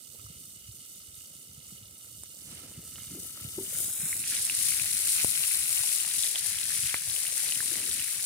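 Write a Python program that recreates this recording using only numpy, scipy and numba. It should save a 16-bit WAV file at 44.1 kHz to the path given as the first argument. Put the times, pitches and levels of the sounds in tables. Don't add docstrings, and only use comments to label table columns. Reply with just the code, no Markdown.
import sys
import numpy as np
from scipy import signal
from scipy.fft import rfft, irfft
from scipy.io import wavfile
from scipy.ndimage import uniform_filter1d
from numba import njit

SR = 44100
rng = np.random.default_rng(int(sys.argv[2]) if len(sys.argv) > 2 else 0)


def wav_out(sig):
    wavfile.write(sys.argv[1], SR, np.round(np.clip(np.atleast_2d(sig).T, -1, 1) * 32767).astype(np.int16))


def natural_amplitude(level_db):
    exponent = np.asarray(level_db, float) / 20
    return 10 ** exponent


N = 364001
TIME = np.arange(N) / SR

# t/s, lid opening/0-1, lag of the left port/samples
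POSE = [
    (0, 0.02, 12),
    (2.3, 0.03, 11),
    (2.8, 0.04, 1),
    (3.55, 0.06, -7.5),
    (3.85, 0.31, -2),
    (4.25, 1, -3),
    (5.6, 0.97, -6.5),
    (6.2, 1, -3.5),
    (8.25, 0.99, -3.5),
]


def level(x, db):
    return x * natural_amplitude(db) / np.sqrt(np.mean(x ** 2))


def spread(pan_db):
    return natural_amplitude(np.array([pan_db, -pan_db]) / 2)


def curves(table, at=TIME):
    s, *columns = np.transpose(table)
    return [np.interp(at, s, c) for c in columns]


def passband(x, lo_hz, hi_hz, order=2):
    sos = signal.butter(order, [lo_hz, min(hi_hz, 0.45 * SR)], "band", fs=SR, output="sos")
    return signal.sosfilt(sos, x)


def walk(rate):
    hold = int(SR / rate)
    steps = np.repeat(rng.standard_normal(N // hold + 1), hold)
    return uniform_filter1d(uniform_filter1d(steps, hold), hold)[:N]


@njit
def svf(x, hz, width):
    y = np.empty(len(x))
    band, low = 0., 0.
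    for i in range(len(x)):
        g = np.tan(np.pi * hz[i] / SR)
        damping = width[i] / hz[i]
        v = (band + g * (x[i] - low)) / (1 + g * (g + damping))
        band = 2 * v - band
        low = low + 2 * g * v
        y[i] = damping * v
    return y


@njit
def rings(start, hz, cycles, size, soft, glide):
    y = np.zeros(N)
    for k in range(len(start)):
        first = int(np.ceil(start[k]))
        pole = (2j * np.pi - np.log(1000) / cycles[k]) * hz[k] / SR
        z = size[k] * np.exp(pole * (first - start[k]))
        step = np.exp(pole)
        bend = np.exp(2j * np.pi * glide * hz[k] ** 2 / (cycles[k] * SR ** 2))
        swell = np.exp(-hz[k] / (soft * SR))
        lack = swell ** (first - start[k])
        for n in range(max(first, 0), min(N, first + int(cycles[k] * SR / hz[k]))):
            y[n] += z.imag * (1 - lack)
            z, step, lack = z * step, step * bend, lack * swell
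    return y


def grains(s, hz, cycles, db, pan_db, lag, soft=0.15, glide=0.):
    columns = np.broadcast_arrays(s, hz, cycles, db, pan_db, lag)
    s, hz, cycles, db, pan_db, lag = (1. * v for v in columns)
    cycles = np.maximum(cycles, 1.)
    return np.array([rings(s * SR + side * lag / 2, hz, cycles, natural_amplitude(db + side * pan_db / 2), soft, glide)
                     for side in (1, -1)])


def swarm(count, lo_hz, hi_hz, cycles, spread_db, shut_width, width, surge_db, surge_rate, echo_db,
          soft=0.033, glide=0.):
    s, pitch, bounce = rng.random((count, 3)).T
    spot, shade, length = rng.standard_normal((count, 3)).T
    s = s * N / SR
    hz = lo_hz * (hi_hz / lo_hz) ** pitch
    cycles = cycles * np.exp(0.35 * length)
    db = spread_db * rng.exponential(size=count).clip(0, 5.5)
    db = db + surge_db * np.interp(s, TIME, walk(surge_rate))
    gap, lag = curves(POSE, s)
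    wide = shut_width + (width - shut_width) * gap
    direct = grains(s, hz, cycles, db, 1.05 * wide * shade, lag + wide * spot, soft, glide)
    late = s + 0.0003983 + 0.001202 * bounce
    wall = grains(late, hz, cycles, db + echo_db, -5.5, lag - 3 * wide * length, soft, glide)
    return level(direct + wall, 0)


def frying():
    # t/s, fizz/dB, bubbling minus fizz/dB, fizz left minus right/dB, bubbling left minus right/dB
    fry = [(0.0, -54, -3.5, -11, 0), (0.3, -52, -7, -3.0, 1), (1.97, -53, -5.5, -3, -0.5),
           (2.11, -51, -8.5, -3, 0), (2.64, -53, -3.5, -3.5, -6), (2.8, -51, -8, 0, 0),
           (3.01, -47, -5, -4.5, 1), (3.21, -45, -10.5, 4, 1), (3.45, -46, -6, 1.5, 5),
           (3.49, -46, -8, 3, 1.5), (3.77, -40.5, -12, 4.5, 4), (3.83, -37.5, -15.5, 3.5, -2),
           (3.95, -39, -12.5, 4.5, -1), (4.18, -33, -17, 2, -1.0), (4.25, -33.5, -12.5, 1, -3),
           (4.3, -29, -20, 2, -1), (4.34, -31, -13.5, 3.5, -1), (4.46, -30, -19.5, 2, 0),
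           (4.5, -31.5, -11, 4.5, -1), (4.55, -29, -19.5, 3, -0.5), (4.64, -30.5, -13.5, 8, -1),
           (5.14, -29.5, -16.5, 6.5, -2), (5.21, -31, -10, 7, -2), (5.24, -30, -18, 8.5, -3),
           (5.35, -32, -13, 7.5, -2), (6.02, -31, -12.5, 8, -1), (6.25, -30.5, -15.5, 6.5, -3),
           (6.32, -31.5, -17, 8, 1), (6.36, -32.5, -9.5, 4, 6), (6.39, -27.5, -20, 5, -2),
           (6.41, -34.5, -9.5, 9, 1), (6.48, -30, -16, 9.5, 0), (6.57, -33.5, -11.5, 7, -1),
           (6.96, -32.5, -9.5, 7, 1.5), (7.03, -34, -12.5, 7, 0.5), (7.65, -32, -12.5, 7, -0.5),
           (7.72, -33, -10.5, 11, 1), (7.81, -31.5, -13, 5.0, 1), (7.83, -32, -12, 7, 0.5),
           (8.2, -35, -10, 7, -1), (8.25, -30, -18, 2, 0.5)]
    fizz_db, rel_db, fizz_pan, bubble_pan = curves(fry)
    fizz = swarm(count=80000, lo_hz=3610, hi_hz=16800, cycles=2.4, spread_db=3.0, shut_width=3.01,
                 width=2.73, surge_db=1.5, surge_rate=14, echo_db=-6)
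    bubbles = swarm(count=26000, lo_hz=1570, hi_hz=5520, cycles=7.4, spread_db=3.0, shut_width=1.54,
                    width=3.35, surge_db=2.0, surge_rate=14, echo_db=-7, soft=0.2, glide=0.22)
    simmer = swarm(count=5000, lo_hz=422, hi_hz=1420, cycles=6.4, spread_db=3.5, shut_width=1.5,
                   width=2.0, surge_db=3.5, surge_rate=9, echo_db=-15, soft=0.35, glide=0.12)
    fizz = level(passband(fizz, 3800, 24400), 0) * natural_amplitude(fizz_db - 5.5) * spread(fizz_pan)
    bubbles = level(passband(bubbles, 1710, 8400), 0) + level(simmer, -20)
    bubbles = bubbles * natural_amplitude(fizz_db + rel_db + 2) * spread(bubble_pan)
    return under_lid(fizz + bubbles + shut_pops())


def shut_pops():
    # t/s, peak/dB, f/Hz
    bursts = [(0.193, -47, 1280), (0.2633, -45, 1280), (0.3506, -54, 3000), (0.4389, -44, 2850),
              (0.6439, -50, 2870), (0.832, -47, 2920), (1.0694, -51, 2910), (1.1892, -45, 2900),
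              (1.352, -41, 2940), (1.5359, -46, 2940), (1.7994, -55, 3210), (2.164, -48, 2920),
              (2.957, -31, 2910), (2.983, -34, 1990), (3.0425, -43, 2700), (3.3725, -44, 1300),
              (3.3992, -40, 1980), (3.6466, -43, 2230)]
    s, db, hz = np.transpose(bursts)
    return grains(s, hz, 8, db + 5.5, -3.0, curves(POSE, s)[1], soft=0.32)


def under_lid(x):
    # f/Hz, width/Hz, level/dB
    air_modes = [(490, 160, -1), (1300, 64, 5), (2080, 41, -9), (2920, 118, 0.5), (3650, 210, -6),
                 (4450, 390, -3), (5225, 120, -2), (5820, 480, -2), (6980, 72, 0.5), (7360, 100, -2.5),
                 (8450, 530, -3.5), (9240, 160, 0.5), (10900, 550, -0.5), (11120, 340, 2),
                 (14000, 2540, 6.5)]
    gap = curves(POSE)[0].clip(0, 1)
    modes = 0
    for k, (hz, width, db) in enumerate(air_modes):
        mode = np.array([svf(c, hz + 450 * gap, width * (1 + 4 * gap)) for c in x])
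        modes = modes + (-1) ** k * natural_amplitude(db) * mode
    shut = natural_amplitude(6.5) * modes + natural_amplitude(-21) * x
    return np.sqrt(1 - gap) * shut + np.sqrt(gap) * x


def big_bubbles():
    # t/s, peak/dB, f/Hz, left minus right/dB, length/cycles
    bursts = [(4.1287, -30.5, 2040, -3.0, 7), (4.2393, -34, 2550, -2.0, 5.5),
              (4.3434, -39, 2220, -2.0, 5.7), (4.3674, -28, 3800, 2, 5.5), (4.498, -23.5, 2650, -4.5, 7.7),
              (4.721, -30, 2190, -2.5, 5), (4.7973, -27.5, 2500, -3, 6.2), (5.2457, -32, 2770, -4, 5),
              (5.3192, -33, 3610, 3, 5), (5.3541, -29, 2990, 8, 5), (5.376, -28, 2470, -2, 5.8),
              (5.4109, -30, 3120, -0.5, 5), (5.438, -24.5, 2780, 6, 5), (5.5481, -27, 3840, -2, 5),
              (5.774, -23.5, 2860, 1.0, 4.3), (5.8909, -26, 3520, 1.5, 5), (6.0013, -29, 2770, 2.0, 5),
              (6.024, -35, 2810, 0.0, 5), (6.05, -30.5, 2720, 1.5, 4.6), (6.1118, -27, 3640, 5, 4.6),
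              (6.1937, -27, 3700, 2.0, 5), (6.2354, -22.5, 3560, 5, 5.9), (6.266, -26, 3690, 4.0, 5.4),
              (6.3576, -22.5, 3240, 3.0, 6.5), (6.5853, -26.5, 3180, 4, 3.9), (6.6137, -33, 2890, 0.5, 4.5),
              (6.6322, -28, 3850, 4, 5.5), (6.857, -32, 2830, 4, 4.6), (6.8953, -28, 3140, -2, 6.1),
              (6.943, -19.5, 2110, 1, 4.2), (7.099, -27, 3700, 2.0, 4.7), (7.163, -28, 2940, 1.5, 5),
              (7.267, -32, 2820, 1.5, 6.7), (7.406, -36, 3000, 1.5, 5), (7.4895, -25, 3920, 6, 4.3),
              (7.5221, -25, 2840, 1, 6), (7.5564, -30, 2900, -1, 5.4), (7.6045, -29, 1670, -2.5, 5.5),
              (7.9135, -26, 3650, 4, 5), (7.9791, -34, 3640, 5, 5), (7.9961, -29.5, 2820, 3, 4.4),
              (8.0829, -36, 2080, 0.5, 5.5)]
    s, db, hz, pan_db, cycles = np.transpose(bursts)
    lag = curves(POSE, s)[1]
    body = grains(s, hz, 3 * cycles, db + 10, pan_db, lag, soft=0.7, glide=0.13)
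    return body + grains(s, 1.4 * hz, 0.73 * cycles, db - 14.5, pan_db, lag, soft=0.28)


def spits():
    # t/s, peak/dB, left minus right/dB, thud re peak/dB
    ticks = [(2.235, -26, -4.0, -30), (3.8067, -26, 3, -30), (4.2756, -19.5, 1.0, -30),
             (4.3, -17, 0.5, -30), (4.368, -20, -1, -30), (4.451, -14, -4, -30), (4.4832, -26.5, 2.0, -30),
             (4.55, -12, 1.5, -30), (4.6526, -16, 3, -30), (4.9307, -24, 1, -30), (4.9686, -17, 3.0, -28),
             (4.9791, -20, 6.0, -30), (5.0492, -19, 2, -30), (5.1253, -20, 2, -30), (5.245, -14, 13.5, -26),
             (5.432, -16, 5.0, -30), (5.5717, -17, 6.5, -30), (5.6925, -13, 4, -30), (5.792, -13, 3, -27),
             (5.8674, -25, 6.5, -33), (5.9843, -25, 6.5, -30), (6.1509, -18, 6.5, -30),
             (6.2133, -20, 1, -30), (6.3654, -22, 4.0, -30), (6.3899, -17, 2.0, -30), (6.443, -20, 2, -30),
             (6.4656, -15, 4, -30), (6.6408, -26, 4, -32), (6.7825, -20, 2, -30), (6.9426, -24, 5.0, -30),
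             (7.283, -19, 6.0, -30), (7.398, -27, 2, -30), (7.5492, -22, 4.5, -30), (7.6291, -25, 4.0, -30)]
    s, db, pan_db, thud_db = np.transpose(ticks)
    lag = curves(POSE, s)[1]
    tick = grains(s + 0.00081, 9500, 11.0, db - 3, pan_db, lag)
    return tick + grains(s + 0.00056, 3600, 1.9, db + thud_db, pan_db, lag)


def wood_cracks():
    # t/s, peak/dB, f/Hz, left minus right/dB, length/cycles
    thuds = [
        (5.2458, -25, 380, 28.5, 0.77),
        (6.9435, -23, 1000, -6, 2),
        (7.6045, -44, 560, -1, 1.7),
        (2.235, -42, 900, -6, 1.8),
    ]
    s, db, hz, pan_db, cycles = np.transpose(thuds)
    return grains(s, hz, cycles, db + 8, pan_db, 0, soft=0.058)


def fire():
    # t/s, flutter/dB, roar minus flutter/dB
    flames = [(0.0, -67.5, -1), (0.18, -60.5, -5), (0.23, -52.5, -9.5), (0.62, -62, -8), (0.69, -53, -12),
              (0.82, -63, -4), (1.88, -57.5, -10), (2.0, -66, -3), (2.14, -52.5, -15), (2.34, -64, -3),
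              (2.5, -49.5, -8), (2.57, -58.5, 5.5), (2.8, -51.5, -3), (2.82, -57.5, 1), (2.96, -49, -14),
              (3.06, -60, -8), (3.13, -44, -4), (3.33, -59, -5), (3.47, -50, -5), (3.51, -54, -8),
              (3.56, -51, -19), (3.58, -48, 11.5), (3.7, -57, -10), (3.81, -47, -4), (3.97, -62, 0),
              (4.04, -48, -10), (4.11, -56.5, 0.5), (4.96, -50.5, -13), (5.01, -62, -3), (5.08, -52, -11.5),
              (5.93, -60, -7.5), (5.95, -63, -1), (6.2, -57, -5), (6.34, -69, 0), (6.5, -54.5, -13),
              (6.59, -60, -6), (6.87, -50, -16), (6.89, -66, -10), (6.94, -54, -8), (7.01, -61, -6),
              (7.1, -50, -12), (7.14, -64, -4), (7.51, -56, -13), (7.74, -53, 4.5), (7.86, -57.5, 5),
              (8.0, -50, -9.5), (8.09, -67, -4), (8.16, -54, -10), (8.25, -71, -3)]
    # t/s, peak/dB, f/Hz
    gusts = [(0.239, -47, 88), (0.296, -42, 159), (0.681, -41, 103), (1.171, -49, 96.9), (1.572, -43, 127),
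             (1.719, -46, 172), (1.821, -46, 119), (2.77, -40, 116), (2.784, -39.5, 165), (3.409, -43, 99),
             (3.443, -34.5, 132), (3.741, -42, 150), (4.026, -41, 156), (4.807, -43, 130),
             (5.796, -45, 107), (6.841, -42, 110), (7.069, -47, 110)]
    flutter_db, roar_db = curves(flames)
    s, pitch, shade = rng.random((1400, 3)).T
    db = 3.6 * rng.exponential(size=len(s)).clip(0, 3.5)
    flutter = grains(s * N / SR, 70 * 3.2 ** pitch, 4.35, db, 6 * shade - 4.8, 0, soft=0.73)
    s, pitch, shade = rng.random((3000, 3)).T
    db = 3.0 * rng.exponential(size=len(s)).clip(0, 3.5) - 6 * pitch
    roar = grains(s * N / SR, 230 * 2.6 ** pitch, 4.8, db, 9 * shade - 4.7, 0, soft=0.34)
    s, db, hz = np.transpose(gusts)
    puffs = grains(s + 0.0041, hz, 4.6, db + 11.5, -2.4, 0, soft=0.56)
    return level(flutter, -1.36) * natural_amplitude(flutter_db) + level(roar, -3.5) * natural_amplitude(flutter_db + roar_db) + puffs


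def lid():
    # t/s, level/dB, f/Hz, t60/s
    bumps = [(3.107, -37, 140, 0.093), (3.113, -41, 292, 0.083), (3.132, -37, 199, .07),
             (3.146, -40, 334, 0.067), (3.160, -43, 260, .09), (3.172, -46, 391, 0.12),
             (3.5795, -25.5, 340, 0.055), (3.5853, -34.5, 385, 0.18), (3.589, -44, 900, 0.026),
             (7.715, -38, 332, .06), (7.885, -45, 396, 0.065)]
    s, db, hz, t60 = np.transpose(bumps)
    return grains(s, hz, hz * t60, db + 1, 2.1, 0, soft=0.38)


def sleeve():
    # t/s, level/dB
    rustle = [
        (2.3, -80),
        (2.42, -64),
        (2.55, -55.5),
        (2.68, -55.5),
        (2.76, -60),
        (2.9, -73),
    ]
    hiss = passband(rng.standard_normal((2, N)), 640, 6500, order=1) * natural_amplitude(5.2 * walk(60))
    return level(hiss, 0) * natural_amplitude(curves(rustle)[0])


def air():
    # f/Hz, level per Hz/dB
    spectrum = [(30, -42), (100, 3), (300, -6.5), (700, -20.5), (2000, -43), (6000, -21), (15000, -41.5)]
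    hz, db = np.transpose(spectrum)
    f = np.fft.rfftfreq(N, 1 / SR) + 1
    mid, side = rfft(rng.standard_normal((2, N))) * natural_amplitude(np.interp(np.log(f), np.log(hz), db))
    side = side * (f / 900).clip(0.15, 1)
    return level(irfft([mid + side, mid - side], N), -69)


def scene():
    pan = frying() + big_bubbles() + spits()
    return pan + wood_cracks() + fire() + lid() + sleeve() + air()


def top_cut(x):
    return signal.sosfilt(signal.butter(12, 16010, fs=SR, output="sos"), x)


def record(dry):
    # f/Hz, width/Hz, lift/dB
    ports = [
        (9840, 2220, 13),
        (8870, 2310, 11.5),
    ]
    # lowest f/Hz, highest f/Hz
    mic_hz = (62, 15750)
    ones = np.ones(N)
    wet = np.array([c + natural_amplitude(db) * svf(c, hz * ones, width * ones) for c, (hz, width, db) in zip(dry, ports)])
    wet = signal.sosfilt(signal.butter(3, mic_hz[0], "high", fs=SR, output="sos"), wet)
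    wet = signal.sosfilt(signal.ellip(10, 0.2, 70, mic_hz[1], fs=SR, output="sos"), wet)
    return top_cut(wet)


dry = scene()
out = record(dry)
wav_out(out)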